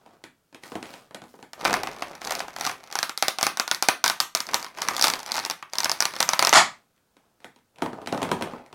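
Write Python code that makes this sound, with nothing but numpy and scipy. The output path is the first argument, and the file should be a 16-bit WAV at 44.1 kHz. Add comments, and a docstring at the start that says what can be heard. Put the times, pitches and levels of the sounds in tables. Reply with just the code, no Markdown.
"""A stiff clear plastic tray is prised apart close to a microphone: sharp snaps and creaks, then one loud pop.
Each snap is a burst of noise through a body's colour, with a note of the bending panel and a ping of the wall.
A cardboard box and the loose lid add thuds and taps on a sofa; hands rustle as crackling, coloured noise.
A small furnished room adds echoes, over a quiet hush of noise. A peak limiter holds the loudest sounds."""
import sys
import numpy as np
from scipy import signal
from scipy.io import wavfile
from scipy.ndimage import uniform_filter1d, minimum_filter1d

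SR = 44100
rng = np.random.default_rng(int(sys.argv[2]) if len(sys.argv) > 2 else 0)


def transcribe(signal):
    """Save signal, clipped to [-1, 1], as a 16-bit WAV file at the path in sys.argv[1]."""
    frames = np.atleast_2d(signal).T
    limited = np.clip(frames, -1, 1)
    pcm = np.round(limited * 32767).astype(np.int16)
    wavfile.write(sys.argv[1], SR, pcm)


N = 385434

# clear buckles of the plastic shell: (time [s], bright tick [dB], hollow body over the tick, before a trim [dB])
SNAPS = [(1.533, -30.5, -5), (1.6512, -14.5, 2), (1.6561, -25.5, 12), (1.673, -26, -1), (1.697, -29, 2),
         (1.7295, -20, 0), (1.7398, -16, 3), (1.8336, -23, 0), (1.872, -29, 5.5), (2.0224, -24, 3.5),
         (2.2167, -32, 1), (2.249, -25, -21), (2.2731, -22, -6), (2.308, -20, -3), (2.3212, -21, -4),
         (2.352, -19.5, -7.5), (2.393, -24.5, -26), (2.404, -25, 5), (2.482, -35.5, 5),
         (2.5635, -28.5, 0.5), (2.6104, -19.5, -6.5), (2.6507, -20, -4), (2.6652, -18, -7),
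         (2.6731, -22, -2), (2.6952, -25.5, 2.5), (2.714, -30, -1.5), (2.926, -25, -6), (2.9135, -35, -6.5),
         (2.9545, -17, -2.5), (2.9886, -14.5, -6), (3.0293, -12.5, -7), (3.0943, -23.5, -2.5),
         (3.176, -17, -13.5), (3.225, -9, -4.5), (3.2825, -10.5, -6.5), (3.3857, -19.5, -4.5),
         (3.4114, -18, -6), (3.4289, -6, -6.5), (3.4671, -11, -2), (3.5722, -21.5, -3.5),
         (3.598, -11, -5.5), (3.678, -21, -3.5), (3.7135, -10, -6.5), (3.7471, -19, -13), (3.825, -9, -8),
         (3.8861, -7, -3), (4.041, -5.5, -7), (4.0612, -14, -4), (4.0791, -11, -15.5), (4.0986, -10.5, -5),
         (4.2022, -6.5, -10), (4.3501, -9, -5.5), (4.3721, -23.5, -8), (4.4038, -16, -9.5),
         (4.468, -29, -14), (4.5133, -34, -6), (4.5343, -26.5, 4), (4.5436, -8, -7), (4.6275, -26, -8.5),
         (4.6455, -28, -1), (4.6643, -37.5, 4), (4.7857, -33, 4), (4.8189, -14.5, -8),
         (4.8856, -14.5, -1.5), (4.966, -18.5, -15), (4.98, -23, -4), (4.995, -19.5, -2.5),
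         (5.0126, -14.5, -11.5), (5.0246, 0.5, -13.5), (5.0348, -32.5, -14), (5.0417, -5.5, -5.5),
         (5.048, -18.5, -1.5), (5.057, -21.5, -6.5), (5.0702, -15, -4), (5.082, -13, -5), (5.1007, -14, -7),
         (5.1368, -19, -1), (5.1926, -30, -4), (5.2022, -33, -3), (5.2308, -30, -6), (5.2621, -27, -8),
         (5.3189, -17, -18), (5.342, -25, -2.5), (5.3548, -23, -2), (5.3663, -21.5, -4),
         (5.3729, -22, -11.5), (5.3801, -24.5, 3), (5.391, -23, -8), (5.3989, -27, -2.5),
         (5.4505, -19, -10), (5.4614, -24, -5), (5.499, -17.5, -6.5), (5.5107, -21.5, -6.5),
         (5.6261, -38.5, 8), (5.7346, -24.5, -4), (5.7548, -27, -4.5), (5.7845, -14.5, -10.5),
         (5.8037, -16.5, -9.5), (5.833, -24.5, -2), (5.8451, -13.5, -13), (5.8568, -20, 1),
         (5.8958, -15, -3.5), (5.9161, -14.5, -8), (6.005, -10.5, -8), (6.0237, -15.5, -3),
         (6.054, -12.5, -6), (6.155, -32, -6), (6.1642, -24, -3), (6.1878, -35, -12), (6.2042, -7, -5.5),
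         (6.2276, -12, -7), (6.2904, -11, -5), (6.3338, -12.5, -3.5), (6.3929, -9.5, -2),
         (6.4253, -10.5, 1), (6.4493, -11, -8.5), (6.4711, -10.5, -1), (6.4933, -13.5, -10.5),
         (6.528, -14.5, 8), (6.5353, -10, -4.5)]
# colour of the tick, from the thin wall: (frequency [Hz], level [dB])
TICK_COLOUR = [(1500, -38), (2700, -17), (3400, -3.5), (4400, 1.5), (5900, 1), (7400, -7.5), (11500, -11),
               (16000, -20.5)]
# colour of the hollow body, from the tray cavity: (frequency [Hz], level [dB])
HOLLOW_COLOUR = [(50, -40), (150, -16.5), (340, -10), (450, -13), (730, -1.5), (860, -0.5), (1030, -1),
                 (1200, -0.5), (1450, -3), (2300, -6), (3500, -14.5), (8000, -48)]
# note of the panel that bends, which changes as the grip moves: (from time [s], pitch [Hz])
PANEL_NOTES = [(0, 760), (2.9, 840), (2.98, 1730), (3.02, 1390), (3.2, 780), (3.55, 1420), (3.87, 760),
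               (4.03, 1513), (4.19, 1250), (4.34, 1005), (4.8, 1180), (5.0, 892), (5.6, 1220), (5.7, 960),
               (5.99, 1450), (6.04, 1150), (6.19, 1000), (6.52, 2080)]
# the wall pings more as the open tray faces the microphone: (time [s], ping over the tick [dB])
FACING = [(1.5, -24), (2.2, -18), (3.0, -10.5), (4.0, -1.5), (5.0, 1), (5.8, 5.5), (6.5, 2.5)]
# the two halves let go: (time [s], level [dB])
POP = [(6.5411, 6.5)]
# colour of the whole tray: (frequency [Hz], level [dB])
POP_COLOUR = [(60, -42.5), (260, -19.5), (480, -19.5), (730, 0), (1700, -7), (2500, -12), (3600, -8),
              (5200, -6.5), (7000, -8.5), (10000, -19.5), (16000, -46)]
# box and lid touch the sofa and each other: (time [s], tick [dB], thud over the tick [dB])
KNOCKS = [(0.0615, -52, 7.5), (0.239, -37, -1.5), (0.5269, -52, 4), (0.546, -39, -1.5), (0.6359, -35, -6.5),
          (0.7189, -39.5, 7.5), (0.7538, -34, 11), (0.8275, -31.5, -1), (0.856, -40, -18),
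          (0.9385, -36, -3), (1.109, -48.5, 7), (1.146, -32, -3), (1.218, -45.5, 6.5), (1.2388, -47.5, 5),
          (1.34, -57, 14.5), (1.3905, -54.5, 12.5), (1.415, -74, -10), (1.427, -39.5, 1),
          (1.4411, -61, -16), (6.9633, -64, -15), (6.9783, -63.5, -11), (7.1675, -53.5, 2),
          (7.403, -56, -1), (7.4442, -36, -1), (7.561, -51.5, -1.5), (7.588, -61.5, -12),
          (7.7592, -50.5, -11), (7.7845, -44, 0), (7.821, -26.5, 10), (7.8606, -39.5, 15.5),
          (7.931, -45, 15), (8.0163, -47.5, 12.5), (8.0608, -35, -2), (8.073, -26, 0), (8.125, -27, 10),
          (8.146, -36, 11.5), (8.1763, -31, 6.5), (8.218, -30, 9), (8.229, -25.5, 5), (8.2505, -35, 10),
          (8.2907, -35, 6), (8.3151, -22, 7), (8.4105, -34.5, 12.5), (8.423, -23, 1.5),
          (8.535, -49.5, 20.5), (8.662, -48, -3), (8.728, -41.5, 3.5)]
# colour of the card edge: (frequency [Hz], level [dB])
TAP_COLOUR = [(600, -45.5), (1600, 7), (3000, 5), (6000, -3), (10000, -8.5), (16000, -27)]
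# colour of card on a cushion: (frequency [Hz], level [dB])
THUD_COLOUR = [(30, -40), (90, -12), (170, -2.5), (300, 0), (600, -1), (950, -0.5), (1700, -16),
               (3000, -23), (8000, -44.5)]
# moves of the hands over card, cloth or plastic: (start [s], hold [s], rustle [dB],
# brightness above 800 Hz [dB per octave], creaks of the shell [dB])
MOVES = [(0, 0.13, -59.5, -2, -90), (0.651, 0.079, -52.5, 2, -90), (0.866, 0.076, -51, 1, -90),
         (1.243, 0.16, -69.5, 4, -90), (1.598, 0.054, -43.5, -2, -45), (1.662, 0.058, -30, -4, -32.5),
         (1.846, 0.27, -46, -3, -46), (2.242, 0.16, -41.5, -1.5, -39), (2.585, 0.083, -46, 0.5, -38.5),
         (2.804, 0.17, -59.5, -5, -54), (4.482, 0.09, -47, 0, -43), (4.786, 0.34, -45, 0, -40.5),
         (5.287, 0.1, -48, -0.5, -39), (5.753, 0.87, -54.5, 1.5, -45.5), (7.155, 0.13, -73, -1, -90),
         (7.42, 0.024, -64.5, 0, -90), (7.807, 0.24, -48.5, -4, -90), (8.13, 0.4, -42.5, -3.5, -90)]
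# basic colour of the rustle: (frequency [Hz], relative level [dB])
RUSTLE_COLOUR = [(30, -15.5), (60, -11.5), (120, 1), (300, 4), (800, 9.5), (2000, -5), (5000, -6),
                 (10000, -15.5), (16000, -22)]
# near reflections, from table and wall: (delay [s], level [dB])
ECHOES = [(.0075, -18), (0.024, -29)]
# the room's tail; the tick beams at the microphone, so less of its 5 kHz peak reaches the walls:
# (frequency [Hz], time to fade by 60 dB [s], level [dB])
ROOM = [(120, 0.42, 1.5), (330, 0.22, 1.5), (854, 0.23, -1), (2230, 0.26, 1.5), (5300, 0.23, -7),
        (7900, 0.23, -2.5), (14000, 0.19, 2.5)]
# colour of the background noise: (frequency [Hz], relative level [dB])
HUSH_COLOUR = [(15, -42.5), (25, -11.5), (105, 1.5), (1160, -13), (1480, -9), (1890, -18.5), (2050, -18.5),
               (4870, -18.5), (16000, -22.5)]

RISE_DB_PER_S, FALL_DB_PER_S = 408, 116.5  # how fast each move swells and fades


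def shell():
    """A buckle gives a bright tick and a panel note; the tray's hollow answers with a slower rise."""
    rows = np.vstack([SNAPS, creaks(count=450)])
    s, db, body_db = rows.T
    tick = ring(TICK_COLOUR, s, db, rise=0.0002, t60=0.013, first=6.8)
    hollow = ring(HOLLOW_COLOUR, s, db + body_db - 1.0, rise=0.00049, t60=0.029, first=5.3)
    return tick + hollow + panel(s, db, body_db)


def creaks(count):
    """Small buckles at random moments while the shell is held, as loud as the hands' moves allow."""
    held_from, held_to = 1.55, 6.53  # s
    spread_db, hollow_db = 4, 1  # spread of sizes; middle of the hollow over the tick
    when, size, hollow = rng.random((count, 3)).T
    s = held_from + (held_to - held_from) * when
    hand_db = (moves(s) + np.transpose(MOVES)[-1][:, None]).max(0)
    db = hand_db - spread_db * np.log(np.maximum(size, 0.05))
    return np.transpose([s, db, hollow_db + 12 * (hollow - 0.5)])


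def panel(s, db, body_db):
    """The bending panel rings a little off its note each time, and the thin wall pings at varied pitch."""
    since, note_hz = np.transpose(PANEL_NOTES)
    off, ping = rng.standard_normal((len(s), 2)).T
    hz = note_hz[np.searchsorted(since, s) - 1] * (1 + 0.031 * off)
    low = notes(s, hz, db + body_db - 3, t60=0.033, wall_db=-6.5)
    ping_hz = 5000 + 650 * ping
    ping_db = db + np.interp(s, *np.transpose(FACING))
    return low + notes(s, ping_hz, ping_db, t60=0.008, wall_db=-12.5)


def notes(s, hz, db, t60, wall_db):
    """One short dying sine at each time, toward the microphone and, by wall_db, into the room."""
    t = np.arange(4000) / SR
    out = np.zeros(N)
    for at, pitch_hz, level_db in zip(s, hz, db):
        fade = gain_of(level_db - 60 * t / t60)
        add(out, at, fade * np.sin(2 * np.pi * pitch_hz * t))
    out = signal.lfilter(*signal.butter(2, 300, "high", fs=SR), out)
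    return out * gain_of([[0], [wall_db]])


def pop():
    """The whole rim lets go at once, a very sharp burst through the colour of the tray."""
    s, db = np.transpose(POP)
    return ring(POP_COLOUR, s, db, rise=0.00005, t60=0.022, first=7.0)


def ring(colour, s, level_db, rise, t60, first):
    """Each event is one sharp crack and a short run of smaller ones, exciting a body of this colour."""
    log_gain = np.log(gain_of(read(colour, abs(np.fft.fftfreq(4096, 1 / SR)))))
    # this phase makes the body sound only after it is struck
    body = np.fft.ifft(np.exp(log_gain - 1j * signal.hilbert(log_gain).imag)).real[:2048]
    t = np.arange(2000) / SR
    envelope = (1 - np.exp(-t / rise)) * gain_of(-60 * t / t60)
    cracks = rng.standard_normal((len(s), len(t))) * envelope
    cracks[:, round(rise * SR)] += first * np.sign(cracks[:, 1])
    sounds = signal.fftconvolve(cracks, body[None], axes=1)
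    loudest = np.sqrt(uniform_filter1d(sounds ** 2, size=60, axis=1).max(1))
    out = np.zeros((2, N))  # toward the microphone; into the room
    for at, db, sound, top in zip(s, level_db, sounds, loudest):
        add(out[0], at, gain_of(db) * sound / top)
        # over all directions the sound is smoother: the bare body at the same energy
        smooth = body * np.linalg.norm(sound) / np.linalg.norm(body)
        add(out[1], at, gain_of(db) * smooth / top)
        # part of this event's own colour also reaches the walls
        add(out[1], at, gain_of(db - 6.0) * sound / top)
    return out


def knocks():
    """A dull thud of card or cushion with a small tick at the contact."""
    s, db, thud_db = np.transpose(KNOCKS)
    tap = ring(TAP_COLOUR, s, db, rise=0.00033, t60=0.018, first=5.0)
    thud = ring(THUD_COLOUR, s, db + thud_db, rise=0.00073, t60=0.031, first=3.2)
    return tap + thud


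def rustle():
    """Dense tiny crackles of uneven size over a sliding hiss, with its own brightness for each move."""
    hz = np.fft.rfftfreq(512, 1 / SR)[:, None]
    t = np.arange(N // 128 + 2) * 128 / SR
    happens = rng.random(N) < 500 / SR  # about 500 crackles a second
    size = gain_of(4.0 * np.minimum(rng.exponential(1, N), 3)) * happens
    grain = np.exp(-np.arange(200) / 25)
    crackle = evened(signal.oaconvolve(size, grain)[:N])
    drive = rng.standard_normal(N) * (0.5 + crackle)
    db, tilt_db = np.transpose(MOVES)[2:4]
    tilt_db = np.append(tilt_db, 0)  # the last one is the steady hiss at rest
    colour = read(RUSTLE_COLOUR, hz) + tilt_db * np.log2(np.maximum(hz, 800) / 800)
    band = (hz[:, 0] > 200) & (hz[:, 0] < 3000)  # power of the mid band sets the level
    share_db = 10 * np.log10((gain_of(colour[band]) ** 2).sum(0) / len(hz))
    rest_db = -83.5
    level_db = np.vstack([moves(t) + db[:, None], rest_db + 0 * t])
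    power = gain_of(colour - share_db) ** 2 @ gain_of(level_db) ** 2
    return shaped(evened(drive), 10 * np.log10(power))


def moves(t):
    """Every move of the hands swells quickly, holds and fades more slowly: dB under its top."""
    start, hold = np.transpose(MOVES)[:2, :, None]
    swell_db = -RISE_DB_PER_S * np.maximum(start - t, 0)
    fade_db = -FALL_DB_PER_S * np.maximum(t - start - hold, 0)
    return swell_db + fade_db


def room(x, spread):
    """Near reflections, then sparse taps of random sign; three tails take turns so like snaps differ."""
    near = np.zeros(SR // 20)
    near[0] = 1
    for s, db in ECHOES:
        near[round(s * SR)] = gain_of(db)
    taps = np.zeros((3, SR // 2))
    slots = np.arange(300, SR // 2 - 20, 12)
    at = slots + rng.integers(0, 12, (3, len(slots)))
    np.put_along_axis(taps, at, rng.choice([-1., 1.], at.shape), 1)
    hz, t, z = signal.stft(taps, SR, nperseg=256)
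    t60 = read(ROOM, hz)[:, None]
    colour_db = read(ROOM, hz, axis=2)[:, None]
    tails = signal.istft(z * gain_of(colour_db - 60 * t / t60), SR, nperseg=256)[1]
    turn = np.arange(N) / SR * 13 + np.arange(3)[:, None] * 2 * np.pi / 3  # 13 radians a second
    shares = spread * np.cos(turn) * np.sqrt(2 / 3)
    wet = signal.fftconvolve(shares, tails / np.linalg.norm(tails[0]), axes=1)
    return signal.oaconvolve(x, near)[:N], wet.sum(0)[:N]


def hush():
    """The quiet room and the microphone's own noise, as steady coloured noise."""
    hz = np.fft.rfftfreq(512, 1 / SR)[:, None]
    noise = shaped(rng.standard_normal(N), read(HUSH_COLOUR, hz))
    return gain_of(-70.5) * evened(noise)


def shaped(x, db):
    """Colours x by a dB field over frequency bins and time frames."""
    z = signal.stft(x, nperseg=512, noverlap=384)[2]
    return signal.istft(z * gain_of(db), nperseg=512, noverlap=384)[1][:N]


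def gain_of(db):
    """Turns decibels into gain."""
    return 10 ** (np.asarray(db) / 20)


def evened(x):
    """Scales to an rms of 1."""
    return x / np.sqrt(np.mean(x ** 2) + 1e-20)


def read(points, hz, axis=1):
    """Reads a column of a spectrum on a log-frequency axis."""
    table = np.transpose(points)
    return np.interp(np.log(hz + 1), np.log(table[0] + 1), table[axis])


def add(mix, s, sound):
    """Mixes a sound in at time s, in seconds."""
    part = mix[round(s * SR):][:len(sound)]
    part += sound[:len(part)]


def scene():
    """All sources share the room, each with its own amount of tail, over the hush."""
    mix = hush()
    both_ways = rustle() * np.ones((2, 1))  # the same toward the microphone and into the room
    # what lies on the sofa is farther and wetter than the shell
    for sound, wet_db in (shell(), -7), (pop(), 3), (knocks(), -3), (both_ways, -3):
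        near, tail = room(*sound)
        mix = mix + near + gain_of(wet_db) * tail
    return mix[None]


def top_cut(x):
    """Nothing passes above the cut-off."""
    return signal.sosfilt(signal.butter(12, 16980, fs=SR, output="sos"), x)


def record(dry):
    """A limiter that looks a moment ahead and lets go steadily, then a cut of the highest treble."""
    over_db = np.maximum(20 * np.log10(abs(dry[0]) + 1e-9) + 0.33, 0)
    fall = np.arange(N) * 570.0 / SR  # lets go by 570 dB a second
    held_db = np.maximum.accumulate(over_db + fall) - fall
    ahead_db = -minimum_filter1d(-held_db, size=41)  # the highest cut within 41 samples
    cut_db = uniform_filter1d(ahead_db, size=41)
    held = np.clip(dry / gain_of(cut_db), -1, 1)
    low_pass = signal.firwin(255, 16450, window=("kaiser", 8), fs=SR)  # edge in Hz
    mix = signal.oaconvolve(held, low_pass[None], "same")
    return top_cut(mix)


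dry = scene()
out = record(dry)
transcribe(out)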